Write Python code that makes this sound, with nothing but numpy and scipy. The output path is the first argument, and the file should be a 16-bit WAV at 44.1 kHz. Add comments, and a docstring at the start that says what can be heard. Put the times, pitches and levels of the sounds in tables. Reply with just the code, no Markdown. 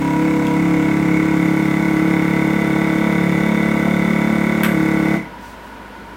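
"""A chamber vacuum sealer runs on a kitchen counter, its piston pump at about 35 turns a second.
The strokes drone in the cabinet, the valves clack and the exhaust puffs; early on the lid ticks once.
As the chamber empties the pump speeds up, the exhaust thins and a whistle swells and recedes.
At 4.6 s a solenoid snaps and loads the pump, which stops dead half a second later.
The fan runs on, and two puffs of air hiss into the seal bar."""
import sys
import numpy as np
from scipy import signal
from scipy.fft import rfft, irfft
from scipy.io import wavfile

SR = 44100
rng = np.random.default_rng(int(sys.argv[2]) if len(sys.argv) > 2 else 0)


def wav_record(signal):
    """Record a signal, one row per channel, as 16-bit PCM in the file named by sys.argv[1]."""
    frames = np.transpose(np.atleast_2d(signal))
    bounded = np.clip(frames, -1, 1)
    # unit amplitude maps onto the largest positive 16-bit level
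    quanta = np.round(bounded * 32767).astype(np.int16)
    wavfile.write(sys.argv[1], SR, quanta)


N = 271656
TIME = np.arange(N) / SR
BINS = np.fft.rfftfreq(N, 1 / SR)
EMPTYING_S, STOP_S = 1.0, 5.155
VACUUM = 1 - np.exp(-TIME / EMPTYING_S)  # 0 = chamber full of air, 1 = empty
HUNT_DEPTH = .224  # speed wobble either way, in turns a second

# kitchen reverb: (frequency [Hz], t60 [s])
KITCHEN_DECAY = [(100, 0.055), (300, 0.95), (2000, 0.21), (6000, 0.18), (15000, 0.029)]
# fan hum: (frequency [Hz], level [dB])
FAN_HUM = [(56, -47), (105, -55.5), (199, -57), (797, -74)]
# cabinet rings stirred by the fan: (frequency [Hz], nominal width [Hz], relative level [dB])
FAN_RINGS = [(948, 63, -40), (1465, 12.5, -47.5), (1344, 36, -56)]
# the fan's draught: (frequency [Hz], relative level [dB])
FAN_AIR = [(25, -17), (40, -9), (80, -5), (130, -7), (200, 5.5), (300, 0.5), (600, -3), (1000, -8),
           (1500, -5.5), (2200, -11), (3100, -16), (4100, -21.5), (7000, -30), (12000, -33), (15500, -35)]
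# air let into the seal bar: (time of full flow [s], hold [s], level [dB])
SEAL_PUFFS = [(5.437, .07, -51), (5.66, .012, -56)]
# the solenoid plunger's hit and bounces: (time [s], clunk level [dB], crack level [dB])
PLUNGER_HITS = [(4.634, -21, -19), (4.6461, -15.5, -27), (4.661, -29, -38)]
# the solenoid's ringing metal: (frequency [Hz], relative level [dB], t60 [s])
SOLENOID_RINGS = [(1580, -20, 0.35), (8050, -33.5, 0.39), (12100, -27, 0.34)]
# colours of the lid's tick and the plunger's clunk and crack: (frequency [Hz], relative level [dB])
TICK_COLOUR = [(1500, -29), (2600, 11), (3200, 7), (4200, -15), (11000, -13.5), (15000, -24)]
CLUNK_COLOUR = [(600, -24), (1100, -2), (1800, -3), (2400, -6), (3200, -11.5), (5000, -22), (9000, -35)]
CRACK_COLOUR = [(1500, -25), (3000, -4), (6000, -13), (8500, -3), (12000, 1), (16000, 3)]
# exhaust at full and thin flow, and air churning in the pump: (frequency [Hz], relative level [dB])
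FULL_AIR = [(1470, -21), (2500, 4), (3150, -9), (3560, -14), (3790, -5), (4390, -11), (7080, -9),
            (8860, -12.5), (10400, -31), (14300, -29), (15800, -25)]
THIN_AIR = [(1470, -9.5), (2500, 1.5), (3150, -6), (3460, -9), (3590, -2), (3940, -6), (4460, -8.5),
            (6870, -8), (7950, -12.5), (8790, -8), (10300, -21), (14300, -13.5), (15800, -29)]
CHURN_AIR = [(40, -30), (90, -35), (180, 4.5), (300, 1), (480, -13), (900, -5.5), (1700, -5), (2600, -11.5),
             (4000, -26.5)]
# blows in one turn: (crank angle [turns], relative casing level [dB], relative valve level [dB])
BLOWS = [(0.0626, -5.1, -2.5), (0.3412, -0.3, -10.2), (0.49, -17.3, -2.2), (0.6098, -2.2, -3.5),
         (0.8062, -2.8, 1.7), (0.9395, -2.3, -13.3)]
# resonances of the reeds, casing and piston: (frequency [Hz], width [Hz], relative level [dB])
INTAKE_MODES = [(2170, 150, 0)]
OUTLET_MODES = [(2020, 120, 0)]
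CASING_MODES = [(607, 19, -12), (671.3, 60, 14), (739, 310, -1), (858, 240, 2.5), (957, 210, -1),
                (928, 74, -12)]
PISTON_MODES = [(1141, 43, -1.5), (1374, 174, 0.5), (1492.5, 53, 6), (1900, 500, -11)]
# cabinet resonances that shape the drone: (frequency [Hz], width [Hz], relative level [dB])
CABINET_MODES = [(71.6, 9, -42.3), (101, 12, -40.5), (142, 15, -29.5), (179, 18, -21.2),
                 (222.9, 7.7, -11.0), (270.8, 16.6, -21.7), (314.9, 9.3, -18.5), (349.8, 4.7, -34.4),
                 (360.3, 2.7, -30.7), (396.2, 14.7, -33.7), (420.6, 6.3, -34.9), (461.9, 6.6, -30.9),
                 (485.6, 3.6, -26.5), (498.1, 18.4, -33.6), (540.3, 13.8, -36.5), (575.1, 27.8, -39.8)]


def amp(db):
    """Decibels to gain."""
    return 10 ** (np.asarray(db) / 20)


def unit(x):
    """Scales to rms 1."""
    return x / np.sqrt(np.mean(x ** 2) + 1e-20)


def curve(points, hz):
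    """Reads a table along a log-frequency axis."""
    freqs, values = np.transpose(points)
    return np.interp(np.log(hz + 1), np.log(freqs + 1), values)


def noise(colour):
    """Coloured noise of rms 1."""
    return unit(irfft(rfft(rng.standard_normal(N)) * amp(curve(colour, BINS)), N))


def drift(hz):
    """A slow random wander of rms 1."""
    return unit(irfft(rfft(rng.standard_normal(N)) / (1 + (BINS / hz) ** 4), N))


def ring(x, hz, width):
    """One resonance of gain 1."""
    return signal.lfilter(*signal.iirpeak(hz, hz / width, fs=SR), x)


def pitched_noise(hz, width):
    """Noise rung twice through one resonance, at rms 1."""
    return unit(ring(ring(rng.standard_normal(N), hz, width), hz, width))


def body(x, modes, opposed=False):
    """A resonator bank with steep skirts, at rms 1; opposed neighbours swing opposite ways and merge."""
    signs = (-1) ** (np.arange(len(modes)) * opposed)
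    rung = sum(sign * amp(db) * ring(x, hz, width) for sign, (hz, width, db) in zip(signs, modes))
    edges = [.88 * modes[0][0], 1.12 * modes[-1][0]]
    return unit(signal.sosfilt(signal.butter(3, edges, "band", fs=SR, output="sos"), rung))


def dying(start_s, t60):
    """Instant attack, exponential decay."""
    return (TIME >= start_s) * 10 ** (-3 * abs(TIME - start_s) / t60)


def running(t60):
    """Full level until the pump stops, then a quick release."""
    return 10 ** (-3 * np.maximum(TIME - STOP_S, 0) / t60)


def loaded(full_db, empty_db, lateness=1):
    """Gain that rides the vacuum from full chamber to empty; lateness over 1 delays the move."""
    return amp(full_db + (empty_db - full_db) * VACUUM ** lateness)


def swell(peak_s, half_width_s, db):
    """A rise and fall in dB: a reed sings loudest at one pressure on the way down."""
    return db * np.exp(-((TIME - peak_s) / half_width_s) ** 2)


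def in_kitchen(x, wet_db):
    """The dry sound plus sparse reflections, each band dying at its own speed."""
    taps = np.zeros(SR)
    slots = np.arange(200, SR - 20, 20)
    taps[slots + rng.integers(0, 20, len(slots))] = rng.choice([-1., 1.], len(slots))
    hz, t, bands = signal.stft(taps, SR, nperseg=256)
    decay = amp(-60 * t / curve(KITCHEN_DECAY, hz)[:, None])
    tail = signal.istft(bands * decay, SR, nperseg=256)[1]
    return x + amp(wet_db) * signal.fftconvolve(x, tail / np.linalg.norm(tail))[:N]


def fan(air_db=-37.5, ring_trim_db=-1, waver=.0034):
    """The bed: the cooling fan hums and its draught stirs the cabinet's resonances."""
    hum = np.zeros(N)
    for hz, db in FAN_HUM:
        cycles = hz * np.cumsum(1 + waver * drift(1.7)) / SR
        hum += amp(db) * np.sqrt(2) * np.sin(2 * np.pi * cycles)
    rings = sum(amp(db) * pitched_noise(hz, 2 * width) for hz, width, db in FAN_RINGS)
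    return hum + amp(ring_trim_db) * rings + amp(air_db) * noise(FAN_AIR)


def seal_bar(leak_db=-73, rise_s=.06, t60=.38):
    """Two soft puffs of air press the seal bar down; a faint leak stays."""
    flow = amp(leak_db) * (TIME > SEAL_PUFFS[0][0])
    for full_s, hold_s, db in SEAL_PUFFS:
        attack = np.clip(1 + (TIME - full_s) / rise_s, 0, 1)
        release = np.where(TIME < full_s + hold_s, 1, dying(full_s + hold_s, t60))
        flow += amp(db) * attack * release
    return flow * noise([(500, -10), (2500, 2), (6000, 4), (11000, -3), (15000, -1)])


def lid_tick(level_db=-18):
    """One small, bright tick of the lid under load."""
    tick = amp(level_db) * noise(TICK_COLOUR) * dying(start_s=.469, t60=.01)
    return in_kitchen(tick, wet_db=-8)


def solenoid(ring_trim_db=-4.5):
    """The plunger snaps over and bounces, which leaves its metal ringing."""
    snap = np.zeros(N)
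    for hit_s, clunk_db, crack_db in PLUNGER_HITS:
        snap += amp(clunk_db) * noise(CLUNK_COLOUR) * dying(hit_s, t60=.078)
        snap += amp(crack_db) * noise(CRACK_COLOUR) * dying(hit_s, t60=.036)
    for hz, db, t60 in SOLENOID_RINGS:
        snap += amp(db + ring_trim_db) * dying(PLUNGER_HITS[0][0], t60) * pitched_noise(hz, hz / 7)
    return in_kitchen(snap, wet_db=-9)


def exhaust(turns, hiss_db=-42, churn_db=-35, puff_depth=.56, thinning_s=1.33):
    """Air leaves in a puff each turn; the hiss turns brighter once the flow thins."""
    thin = np.clip((TIME - thinning_s) / .044, 0, 1)
    puffs = unit(1 + puff_depth * np.exp(4 * (np.cos(2 * np.pi * (turns + .12)) - 1)))
    hiss = np.sqrt(1 - thin) * noise(FULL_AIR) + np.sqrt(thin) * noise(THIN_AIR)
    air = amp(hiss_db) * hiss + amp(churn_db) * noise(CHURN_AIR)
    return in_kitchen(air * puffs * running(t60=.31), wet_db=-8)


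def crank(start_rate=34.5288, gain_per_s=.28, vacuum_gain=.1846, sag=.713, coast_per_s=4.7):
    """The pump's clock: steady speed and its hunting in turns a second, and the angle in turns."""
    solenoid_load = np.clip((TIME - 4.6979) / .1, 0, 1)  # drags just after the snap
    steady = start_rate + gain_per_s * TIME + vacuum_gain * VACUUM - sag * solenoid_load
    hunt_hz = 2 * (steady - 33.334)  # the wobble quickens as the crank runs faster
    hunt = HUNT_DEPTH * np.cos(2 * np.pi * (np.cumsum(hunt_hz) / SR + .279))
    coast = coast_per_s * np.maximum(TIME - STOP_S, 0)
    turns = np.cumsum(steady + hunt - coast) / SR - .7967
    return steady, hunt, turns


def strikes(turns, angles, levels_db, spread_db, jitter_s=.00002):
    """Clicks at set crank angles, each a little different in time and force, at rms 1."""
    each_turn = np.arange(-1, np.ceil(turns[-1]))
    clicks = np.zeros(N)
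    for angle, db in zip(angles, levels_db):
        late, force = rng.standard_normal((len(each_turn), 2)).T
        hit_s = np.interp(each_turn + angle, turns, TIME) + jitter_s * late
        at = np.round(hit_s * SR).astype(int)
        inside = (at > 20) & (at < N - 20)
        clicks[at[inside]] += amp(db + spread_db * force[inside])
    return unit(clicks)


def valve_blows(turns, scrape=.36):
    """One hard clack a turn over a noisy scrape; lesser blows chatter more as the vacuum builds."""
    angles, _, levels = np.transpose(BLOWS)
    hardest = levels == levels.max()
    clack = strikes(turns, angles[hardest], levels[hardest], spread_db=1.2)
    chatter = strikes(turns, angles[~hardest], levels[~hardest], spread_db=.3)
    share = loaded(full_db=-6, empty_db=-1.5, lateness=3.8)
    return (clack + share * chatter) / np.sqrt(1 + share ** 2) + scrape * rng.standard_normal(N)


def lid_ring(turns):
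    """A thump each turn rings the lid, fading as the vacuum builds."""
    thumps = strikes(turns, [.8], [0], spread_db=1)
    return loaded(full_db=-31, empty_db=-44, lateness=2.6) * body(thumps, [(963, 15, 0)])


def whistle(clacks, base_db=-52, breath=.66):
    """Clacks and breath sound the outlet's thin whistle, which swells and recedes."""
    level = amp(base_db + swell(peak_s=3.45, half_width_s=2.15, db=8.5))
    return level * body(clacks + breath * rng.standard_normal(N), [(3543, 76, 0)])


def valves(clacks, hunt):
    """Two reeds swing opposite ways; during its swell the intake surges whenever the crank slows."""
    surge = amp(swell(peak_s=1.15, half_width_s=.38, db=2.8) * (1 - hunt / HUNT_DEPTH))
    intake = loaded(full_db=-35, empty_db=-32) * body(body(clacks, INTAKE_MODES), INTAKE_MODES)
    outlet = body(body(clacks, OUTLET_MODES), OUTLET_MODES)
    outlet *= loaded(full_db=-40, empty_db=-30.5, lateness=1.3)
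    return in_kitchen((surge * intake - outlet) * running(t60=.39), wet_db=-7)


def piston(turns, rebound_s=.00568, growth_db=5):
    """One sharp knock a turn rebounds twice, reversing each time, harder as the vacuum builds."""
    knock = strikes(turns, [.81], [0], spread_db=.7)
    gap = round(rebound_s * SR)
    rebounds = np.roll(knock, 2 * gap) - amp(3.5) * np.roll(knock, gap)
    return body(knock + amp(growth_db * (VACUUM - 1)) * rebounds, PISTON_MODES, opposed=True)


def clatter(turns, hunt):
    """The pump's hard edge: blows ring the casing, piston, lid and reeds, and the outlet whistles."""
    angles, casing_db, _ = np.transpose(BLOWS)
    casing = body(strikes(turns, angles, casing_db, spread_db=3.3), CASING_MODES)
    clacks = valve_blows(turns)
    lid = lid_ring(turns)
    knocks = loaded(full_db=-34, empty_db=-32, lateness=2.2) * (casing + piston(turns))
    rattle = (knocks + lid + whistle(clacks)) * running(t60=.054)
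    return in_kitchen(rattle, wet_db=-14) + valves(clacks, hunt)


def cabinet(hz):
    """Gain of the cabinet's resonances at a frequency."""
    grid = np.arange(0, 700, .25)
    power = sum(amp(db) ** 2 / (1 + 2 * ((grid - centre) / width) ** 2) ** 2
                for centre, width, db in CABINET_MODES)
    return np.interp(hz, grid, np.sqrt(power))


def drone(steady, hunt, turns, waver_db=1.34, hunt_share=.49, upper_trim_db=-.55):
    """The pump's weight: one suction thump a turn, its overtones sliding through the cabinet's peaks."""
    # the thump starts smeared, tightens with the vacuum and leaves a diffuse ring at the stop
    smear = np.interp(TIME, [.5, 1.3, STOP_S, STOP_S + .031], [.0648, .017, .017, .101])
    speed = steady + hunt_share * hunt  # the resonances follow only part of the hunting
    overtones = np.zeros(N)
    for k in range(1, 17):
        level = cabinet(k * speed) * amp(waver_db * drift(3.4) + upper_trim_db * (k > 9))
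        sign = -1 if 4 <= k <= 10 else 1  # outside its main resonances the cabinet swings the other way
        cycles = k * turns + smear * (k - 6.5) ** 2
        overtones += sign * level * np.sqrt(2) * np.cos(2 * np.pi * cycles)
    return overtones * running(t60=.33)


def scene():
    """The machine in mono, heard from just in front."""
    steady, hunt, turns = crank()
    pump = drone(steady, hunt, turns) + clatter(turns, hunt) + exhaust(turns)
    return (pump + lid_tick() + solenoid() + fan() + seal_bar())[None]


def record(dry):
    """A soft clip rounds the highest peaks, then a steep low-pass takes off the very top."""
    ceiling, cutoff_hz = .66, 16000
    rounded = dry / (1 + (dry / ceiling) ** 12) ** (1 / 12)
    lowpass = signal.firwin(511, cutoff_hz, window=("kaiser", 9), fs=SR)
    return signal.oaconvolve(rounded, lowpass[None], "same")


dry = scene()
out = record(dry)
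wav_record(out)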